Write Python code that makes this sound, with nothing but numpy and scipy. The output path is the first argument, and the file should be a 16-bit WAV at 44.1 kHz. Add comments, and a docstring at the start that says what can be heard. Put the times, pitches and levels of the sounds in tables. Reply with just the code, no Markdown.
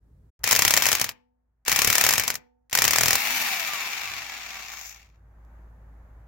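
"""Impact wrench on a hub nut

An electric impact wrench loosens the hub nut of a brake drum, outdoors and close by. In three
bursts the hammer strikes the anvil, the socket chatters and the drum rings in its normal modes;
then the nut runs free, and the motor races and coasts down with rattling, whining gears. A low hum,
like a distant engine, lies behind, held down by gain control while the wrench is loud."""
import sys
import numpy as np
from scipy import signal
from scipy.fft import rfft, irfft, next_fast_len
from scipy.io import wavfile
from scipy.ndimage import uniform_filter1d, map_coordinates

SR = 44100
rng = np.random.default_rng(int(sys.argv[2]) if len(sys.argv) > 2 else 0)


def digitize_waveform(pressure):
    """Quantize a signal to 16-bit integers and store it at the path in sys.argv[1].

    Rows of a 2-D input are taken as channels; values are limited to [-1, 1].
    """
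    field = np.atleast_2d(pressure).T
    bounded = np.clip(field, -1, 1)
    quanta = np.round(bounded * 32767).astype(np.int16)
    wavfile.write(sys.argv[1], SR, quanta)


N = 276759
T = np.arange(N) / SR

# Steady hammering, quickening as the nut gives. Each row: first and last blow in seconds, mean blows
# per second, quickening as a share of that rate, relative level in dB, thud re clang in dB.
HAMMER_RUNS = [(0.5618, 0.707, 35, 0.062, -12.5, -22.5), (0.822, 0.9165, 31.9, 0.2, -16, -27.5),
               (1.7606, 1.9535, 36.5, 0.13, -13.5, -18.5), (1.9811, 2.0892, 37.1, 0.29, -12.5, -23),
               (2.7513, 2.8788, 31.1, .32, -13.5, -19.5), (2.9083, 3.154, 40.4, .08, -14.5, -18.5)]
# The hammer catches, rebounds or runs out. Each row: time in seconds, relative level in dB.
STRAY_BLOWS = [(0.4403, -17.5), (0.4754, -18), (0.4892, -22.5), (0.5105, -12), (0.5202, -14), (0.5277, -12),
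               (.551, -16.5), (0.738, -12), (.766, -14.5), (0.7744, -10.5), (0.837, -23.5), (0.866, -14),
               (0.9287, -13.5), (0.951, -17), (0.9973, -22.5), (1.0139, -14), (1.0427, -19), (1.091, -25),
               (1.6805, -14), (1.6956, -21.5), (1.7168, -15), (1.726, -17.5), (2.049, -16), (2.1075, -15),
               (2.1261, -19), (2.1365, -14), (2.1563, -22.5), (2.18, -15), (2.1964, -17), (2.2365, -23.5),
               (2.2785, -16.5), (2.3024, -17.5), (2.3411, -31), (2.3539, -25.5), (2.7287, -18.5),
               (2.7741, -17.5), (2.841, -13.5)]
# Light taps of trigger and socket. Each row: time in seconds, relative level in dB.
LIGHT_TAPS = [(.392, -63), (.4355, -24.5), (1.651, -38.5), (1.668, -35), (2.697, -43), (2.711, -38.5),
              (5.03, -57), (5.449, -68)]
# Clang of socket and hammer case. Each row: frequency in Hz, left and right relative level in dB.
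CLANG_SPECTRUM = [(149, -12.5, -18), (400, -9.5, -9), (754, -6, -5.5), (1380, 1, -6.5), (2524, 1, -6),
                  (3900, -8, -2), (5500, 3, -1.5), (7000, 2, -3), (7430, 3, -12.5), (8350, -10, -5),
                  (10700, -6, -6), (11400, -6, -4), (13800, -2, -5), (15400, -0.5, -6.5)]
# Thud of the hub on its axle. Each row: frequency in Hz, relative level in dB.
THUD_SPECTRUM = [(25, -22), (80, -3), (300, -13.5), (700, -14.5), (2000, -51)]
# Modes of drum, socket and anvil. Each row: frequency in Hz, relative level in dB, T60 in seconds.
STEEL_MODES = [(245, -41.5, 1.05), (468, -45.5, 0.81), (491, -37.5, 0.75), (742, -48, 1), (875, -39.5, 0.6),
               (910, -45, .8), (2030, -31.5, .22), (2396, -18.5, 0.097), (4720, -24, 0.088),
               (4980, -16.5, .08), (6400, -19, .11), (7370, -21, .1), (10500, -37.5, 0.052),
               (11200, -32, .12)]
# Short trigger pulls. 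Each row: times in seconds at which the motor starts, begins to slow and stops.
SHORT_PULLS = [(.433, 0.867, 1.14), (1.655, 2.121, 2.39)]
# The pull that frees the nut, then the coasting. Each row: time in seconds, gear mesh rate in Hz.
LONG_PULL_SPEED = [(2.712, 0.5), (2.755, 590), (3.36, 905), (3.43, 880), (3.48, 805.5), (3.64, 639),
                   (4.3, 254), (4.62, 225.5), (4.98, 45), (5.08, 8), (5.22, -0.5)]
# Response of the gearbox housing. Each row: frequency in Hz, relative level in dB.
HOUSING_SPECTRUM = [(60, -19), (230, -16.5), (400, -15.5), (580, -13), (760, -0.5), (900, -2.5), (1080, -1),
                    (1500, -1.5), (1950, 1.5), (2300, 6), (2900, -0.5), (4000, -4), (5600, -4),
                    (7150, -7.5), (8200, -22), (10000, -45.5)]
# Sizzle of gears and brushes. Each row: frequency in Hz, relative level in dB.
SIZZLE_SPECTRUM = [(6000, -29), (8000, -6.5), (10200, -6), (11500, -1), (14000, 3.5), (15400, 2)]
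# Partials of the gear whine. Each row: multiple of the mesh rate, relative level in dB.
WHINE_PARTIALS = [(.285, -7), (1.002, -7.5), (2, -10), (3, -11), (3.33, -8), (4, -12.5), (5, -10),
                  (6.67, -6)]
# Resonances that the whine sweeps through. Each row: frequency in Hz, gain in dB.
WHINE_RESONANCES = [(150, -28), (250, -17.5), (560, -20.5), (780, -1), (900, -12.5), (1150, 2),
                    (1450, -13.5), (1750, -5.5), (2000, -10), (2650, 2), (3600, -15), (5900, -5)]
# Stereo balance of the running tool. Each row: frequency in Hz, left minus right level in dB.
TOOL_BALANCE = [(100, -3.5), (380, 3), (700, -1), (2380, 5), (4400, -0.5), (8120, 10), (15000, 4.5)]
# Background rumble. Each row: frequency in Hz, relative level in dB.
RUMBLE_SPECTRUM = [(20, -13.5), (95, 1), (250, -16.5), (500, -24.5), (1200, -50.5)]
# Outdoor air. Each row: frequency in Hz, relative level in dB.
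AIR_SPECTRUM = [(100, -7), (300, 3.5), (850, 7.5), (1800, 1), (3000, -17.5), (5500, -26.5), (6700, -17),
                (8500, -36), (12000, -22), (15500, -24)]
# A brief swell of low rumble. Each row: frequency in Hz, relative level in dB.
SWELL_SPECTRUM = [(40, -18), (90, -1), (150, -11), (300, -28), (1000, -60)]

LOADED_HZ = 759.1  # gear mesh rate against the tight nut


def blows(stray_thud_db=-22.5, thud_per_db=0.17, bite_db=9):
    """Impacts deliver the torque. Each row: time in seconds, level in dB, thud re clang in dB."""
    mean_db = np.mean(STRAY_BLOWS, axis=0)[1]
    # harder blows jolt the hub more than in proportion
    rows = [(s, db, stray_thud_db + thud_per_db * (db - mean_db)) for s, db in STRAY_BLOWS]
    for first, last, rate, quickening, db, thud_db in HAMMER_RUNS:
        progress = np.linspace(0, 1, int(round((last - first) * rate)) + 1)
        times = first + (last - first) * (progress + quickening * progress * (1 - progress) / 2)
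        bite = np.sin(np.pi * progress) - 0.5  # the socket bites best in mid-run
        rows += zip(times, np.full(len(times), db), thud_db + bite_db * bite)
    return np.array(rows)


def strikes(rows, crack_s, tail_s, tail_db, repeat_share, rise_s=0.00019):
    """An impact is a broadband crack and tail; its waveform partly repeats, as the same steel is hit."""
    t, track = T[:4096], np.zeros((2, N))
    tail, rise = undb(tail_db) * np.exp(-t / tail_s), 1 - np.exp(-t / rise_s)
    repeated = np.sqrt(repeat_share) * rng.standard_normal((2, len(t)))
    for s, db in rows:
        contact = np.exp(rng.uniform(-0.12, 0.62))  # short for a square hit, long for a glancing one
        envelope = rise * (np.exp(-t / (crack_s * contact)) / np.sqrt(contact) + tail)
        fresh = np.sqrt(1 - repeat_share) * rng.standard_normal(repeated.shape)
        add(track, s, undb(db) * envelope * (repeated + fresh))
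    return track


def clang(hammer, mesh_hz):
    """Brief contact of steel on steel excites a wide band, filtered differently on its way to each side."""
    hits = strikes(hammer[:, :2], crack_s=0.0011, tail_s=0.0077, tail_db=-9, repeat_share=0.3)
    knocks = np.vstack([LIGHT_TAPS, chatter(hammer[:, 0], mesh_hz)])
    taps = strikes(knocks, crack_s=0.001, tail_s=0.0089, tail_db=-15, repeat_share=0.35)
    left, right = spread(undb(7) * hits + 1.5 * taps, split_hz=3700)
    spectra = np.array(CLANG_SPECTRUM)
    return np.array([undb(2.1) * colour(left, spectra[:, :2]),
                     undb(-1.87) * colour(right, spectra[:, ::2])])


def chatter(blow_s, mesh_hz, count=200):
    """Play lets the driven socket knock on the nut. Each row: time in seconds, level in dB."""
    jitter, softness = rng.random((count, 2)).T
    times = blow_s.min() + (np.arange(count) + jitter) / count * np.ptp(blow_s)
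    return np.column_stack([times, drive_db(np.interp(times, T, mesh_hz)) + 8.5 - 3 * softness])


def thud(hammer):
    """The angular impulse of each blow jolts the hub, which responds at low frequencies."""
    times, db, thud_db = hammer.T
    jolts = strikes(zip(times, db + thud_db), crack_s=0.0025, tail_s=0.033, tail_db=-10, repeat_share=0.27)
    return colour(spread(jolts, split_hz=45), THUD_SPECTRUM) * undb([[4.5], [-0.5]])


def ringing(hammer, scatter_db=3):
    """Free vibration: each blow excites the damped modes of the steel with new strengths and phases."""
    t, track = T[:SR], np.zeros((2, N))
    modes = np.array([undb(db) * np.exp(2j * np.pi * hz * t - np.log(1000) * t / t60)
                      for hz, db, t60 in STEEL_MODES])
    waves = np.vstack([modes.real, modes.imag])
    signs = np.sign(rng.standard_normal((len(hammer), 2, len(waves))))
    weights = signs * undb(scatter_db * rng.standard_normal(signs.shape)) / 2
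    for (s, db, _), weight in zip(hammer, weights):
        add(track, s, undb(db) * (weight @ waves))
    return track * undb([[-0.5], [-3.5]])


def motor(mesh_hz, wobble_db=0.7, teeth_per_turn=47):
    """Amplitude modulation: the socket wobbles once a turn, swaying the rattle, whine and swish."""
    mesh_phase = 2 * np.pi * np.cumsum(mesh_hz * (1 + 0.007 * walk(110))) / SR
    grain = clatter(mesh_hz)
    gears = gear_rattle(mesh_hz, grain) + gear_whine(mesh_hz, mesh_phase)
    wobble = undb(wobble_db * np.sin(mesh_phase / teeth_per_turn))
    tool = (undb(drive_db(mesh_hz)) * gears + rotor_swish(grain)) * wobble
    lean = np.sqrt(spectrum_at(np.fft.rfftfreq(N, 1 / SR), TOOL_BALANCE))
    return irfft(rfft(tool) * np.array([lean, 1 / lean]), N)


def mesh_rate(spin_up_s=0.022):
    """Tooth contacts per second: inertia makes the motor gain and lose its speed gradually."""
    mesh_hz = np.interp(T, *np.transpose(LONG_PULL_SPEED), left=0, right=0)
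    for start, slows, still in SHORT_PULLS:
        spin_up = 1 - np.exp(-np.maximum(T - start, 0) / spin_up_s)
        braking = np.interp(T, [slows, still], [1, 0])
        mesh_hz += LOADED_HZ * spin_up * braking
    return np.maximum(mesh_hz, 1e-9)


def drive_db(mesh_hz, loaded_db=-30, exponent=0.99):
    """A power law: the amplitude of gear noise grows almost in proportion to speed."""
    return loaded_db + exponent * 20 * np.log10(mesh_hz / LOADED_HZ)


def clatter(mesh_hz, air_share=0.47, knocks_per_tooth=0.6, scatter_db=2, ring_s=0.0014):
    """Powers add: random knocks, denser at speed, and the fan's steady air form one noise envelope."""
    occurs = rng.random(N) < knocks_per_tooth * (mesh_hz + 150) / SR
    knocks = occurs * undb(scatter_db * np.minimum(rng.exponential(size=N), 4))
    power = signal.lfilter([1], [1, -np.exp(-1 / (ring_s * SR))], knocks ** 2) + 1e-3
    return np.sqrt(air_share + (1 - air_share) * power / uniform_filter1d(power, size=3000))


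def gear_rattle(mesh_hz, grain):
    """Forced vibration: loose teeth shake the housing, under a sizzle that grows with speed."""
    rattle = spread(casing(grain * rng.standard_normal((2, N))), split_hz=1500)
    sizzle = undb(-12.5 + mesh_hz / 75) * colour(rattle, SIZZLE_SPECTRUM)
    return undb(2) * colour(rattle, HOUSING_SPECTRUM) + sizzle


def casing(knocks, ring_s=0.015, ring_db=-7):
    """Modal overlap: the many close modes of the metal case ring like a short burst of noise."""
    t = T[:2048]
    ring = rng.standard_normal((2, len(t))) * np.exp(-t / ring_s)
    ring *= undb(ring_db) / np.sqrt(np.sum(ring ** 2) / 2)
    return unit(knocks + signal.fftconvolve(knocks, ring, axes=1)[:, :N])


def gear_whine(mesh_hz, mesh_phase, free_s=3.1, loosen_s=0.37):
    """Periodic meshing gives partials that sweep through resonances and sing out as the nut comes free."""
    freed_db = np.interp(T, [free_s - loosen_s, free_s], [-23, 0.5])
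    whine = sum(undb(db + 2 * walk(14)) * spectrum_at(k * mesh_hz, WHINE_RESONANCES)
                * np.sin(k * mesh_phase) for k, db in WHINE_PARTIALS)
    return undb(freed_db) * np.sqrt(mesh_hz / LOADED_HZ) * whine


def rotor_swish(grain, peak_s=4.89, peak_db=-40, rise_db_per_s=30.5, fall_db_per_s=189):
    """A high band of noise grows and dies exponentially in the rotor's last turns."""
    level_db = peak_db - np.maximum(rise_db_per_s * (peak_s - T), fall_db_per_s * (T - peak_s))
    band = [(3500, -10.5), (5200, 15.5), (6600, 19.5), (7400, 13), (8700, -10.5), (13000, 10)]
    return undb(level_db) * colour(grain * rng.standard_normal((2, N)), band)


def reflections(direct, t60=0.27, build_s=0.011):
    """Reflection from ground, vehicle and nearby walls returns a faint, dull tail."""
    t = T[:SR // 2]
    tail = rng.standard_normal((2, len(t))) * np.exp(-np.log(1000) * t / t60) * (1 - np.exp(-t / build_s))
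    echo = signal.fftconvolve(direct, tail / np.sqrt(np.sum(tail ** 2) / 2), axes=1)[:, :N]
    return undb(-22) * colour(echo, [(200, 14.5), (2500, 2), (6500, -13.5), (10000, -21), (16000, -16)])


def gain_control(wrench, threshold_db=-48.5, recover_db_per_s=15.5):
    """Compression: the gain falls by the wrench's excess over a threshold and recovers slowly."""
    power = signal.lfilter([1 / 512], [1, 1 / 512 - 1], np.mean(wrench ** 2, axis=0))
    level_db = 10 * np.log10(power + 1e-12)
    held_db = np.maximum.accumulate(level_db + recover_db_per_s * T) - recover_db_per_s * T
    return undb(-np.maximum(held_db - threshold_db, 0))


def low_swell(peak_s=4.14, width_s=0.11, peak_db=-52.5):
    """Low noise under a Gaussian envelope is heard as one brief swell of rumble."""
    envelope = undb(peak_db) * np.exp(-((T - peak_s) / width_s) ** 2)
    return envelope * colour(rng.standard_normal((2, N)), SWELL_SPECTRUM)


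def outdoors(gain, hum_hz=55.4, gap_start_s=0.295, gap_end_s=0.39, fade_in_s=0.036):
    """Superposition of a wavering hum, rumble and air: a short opening scene with its own levels and a brief
    silence, then the scene changes before the first burst."""
    before = np.interp(T, [gap_start_s, gap_start_s + 0.01], [1, 0]) * (1 - np.exp(-T / fade_in_s))
    after = np.interp(T, [gap_end_s, gap_end_s + 0.015], [0, 1]) * gain
    phase = 2 * np.pi * np.cumsum(hum_hz * (1 + 0.004 * walk(3.7))) / SR
    hum = np.sqrt(2) * undb(1.5 * walk(40)) * (np.sin(phase) + undb(-28) * np.sin(2 * phase))
    rumble = colour(spread(rng.standard_normal((2, N)), split_hz=330), RUMBLE_SPECTRUM)
    air = colour(spread(rng.standard_normal((2, N)), split_hz=850), AIR_SPECTRUM) * undb(0.8 * walk(5.4))
    return (before * (undb(-57) * hum + undb(-57) * rumble + undb(-78.5) * air)
            + after * (undb(-48) * hum + undb(-56) * rumble + undb(-63.5) * air))


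def undb(db):
    """Amplitude grows tenfold for every 20 dB."""
    return 10 ** (np.asarray(db) / 20)


def unit(x):
    """Normalisation to an rms of 1."""
    return x / np.sqrt(np.mean(x ** 2))


def spectrum_at(hz, points):
    """Gain by interpolation in log frequency. Each row of points: frequency in Hz, level in dB."""
    f, db = np.transpose(points)
    return undb(np.interp(np.log(hz + 1), np.log(f), db))


def colour(x, points):
    """Minimum-phase filtering to the given spectrum; white noise keeps its power."""
    size = next_fast_len(N + 8192, True)
    gain = unit(spectrum_at(np.fft.rfftfreq(size, 1 / SR), points))
    cepstrum = irfft(np.log(gain), size)
    cepstrum[1:size // 2] *= 2
    cepstrum[size // 2 + 1:] = 0
    return irfft(rfft(x, size) * np.exp(rfft(cepstrum)), size)[..., :N]


def spread(pair, split_hz):
    """Two independent signals become left and right, coherent only below split_hz."""
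    coherence = 1 / (1 + (np.fft.rfftfreq(N, 1 / SR) / split_hz) ** 4)
    mid, side = irfft(rfft(pair) * np.sqrt([(1 + coherence) / 2, (1 - coherence) / 2]), N)
    return np.array([mid + side, mid - side])


def walk(rate):
    """A random fluctuation of rms 1, interpolated between `rate` values per second."""
    return unit(map_coordinates(rng.standard_normal(2048), [T * rate], order=1, mode="wrap"))


def add(track, s, sound):
    """Superpose a short sound on the track at s seconds."""
    i = max(int(s * SR), 0)
    track[..., i:i + sound.shape[-1]] += sound[..., :N - i]


def scene():
    """Sound pressures add: the wrench, its reflections and the background."""
    hammer, mesh_hz = blows(), mesh_rate()
    wrench = clang(hammer, mesh_hz) + thud(hammer) + ringing(hammer) + motor(mesh_hz)
    return wrench + reflections(wrench) + low_swell() + outdoors(gain_control(wrench))


def record(dry, cutoff_hz=15900):
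    """Soft saturation rounds the highest peaks, and a low-pass filter cuts the top."""
    return signal.sosfilt(signal.ellip(8, 0.2, 70, cutoff_hz, fs=SR, output="sos"), np.tanh(dry))


dry = scene()
out = record(dry)
digitize_waveform(out)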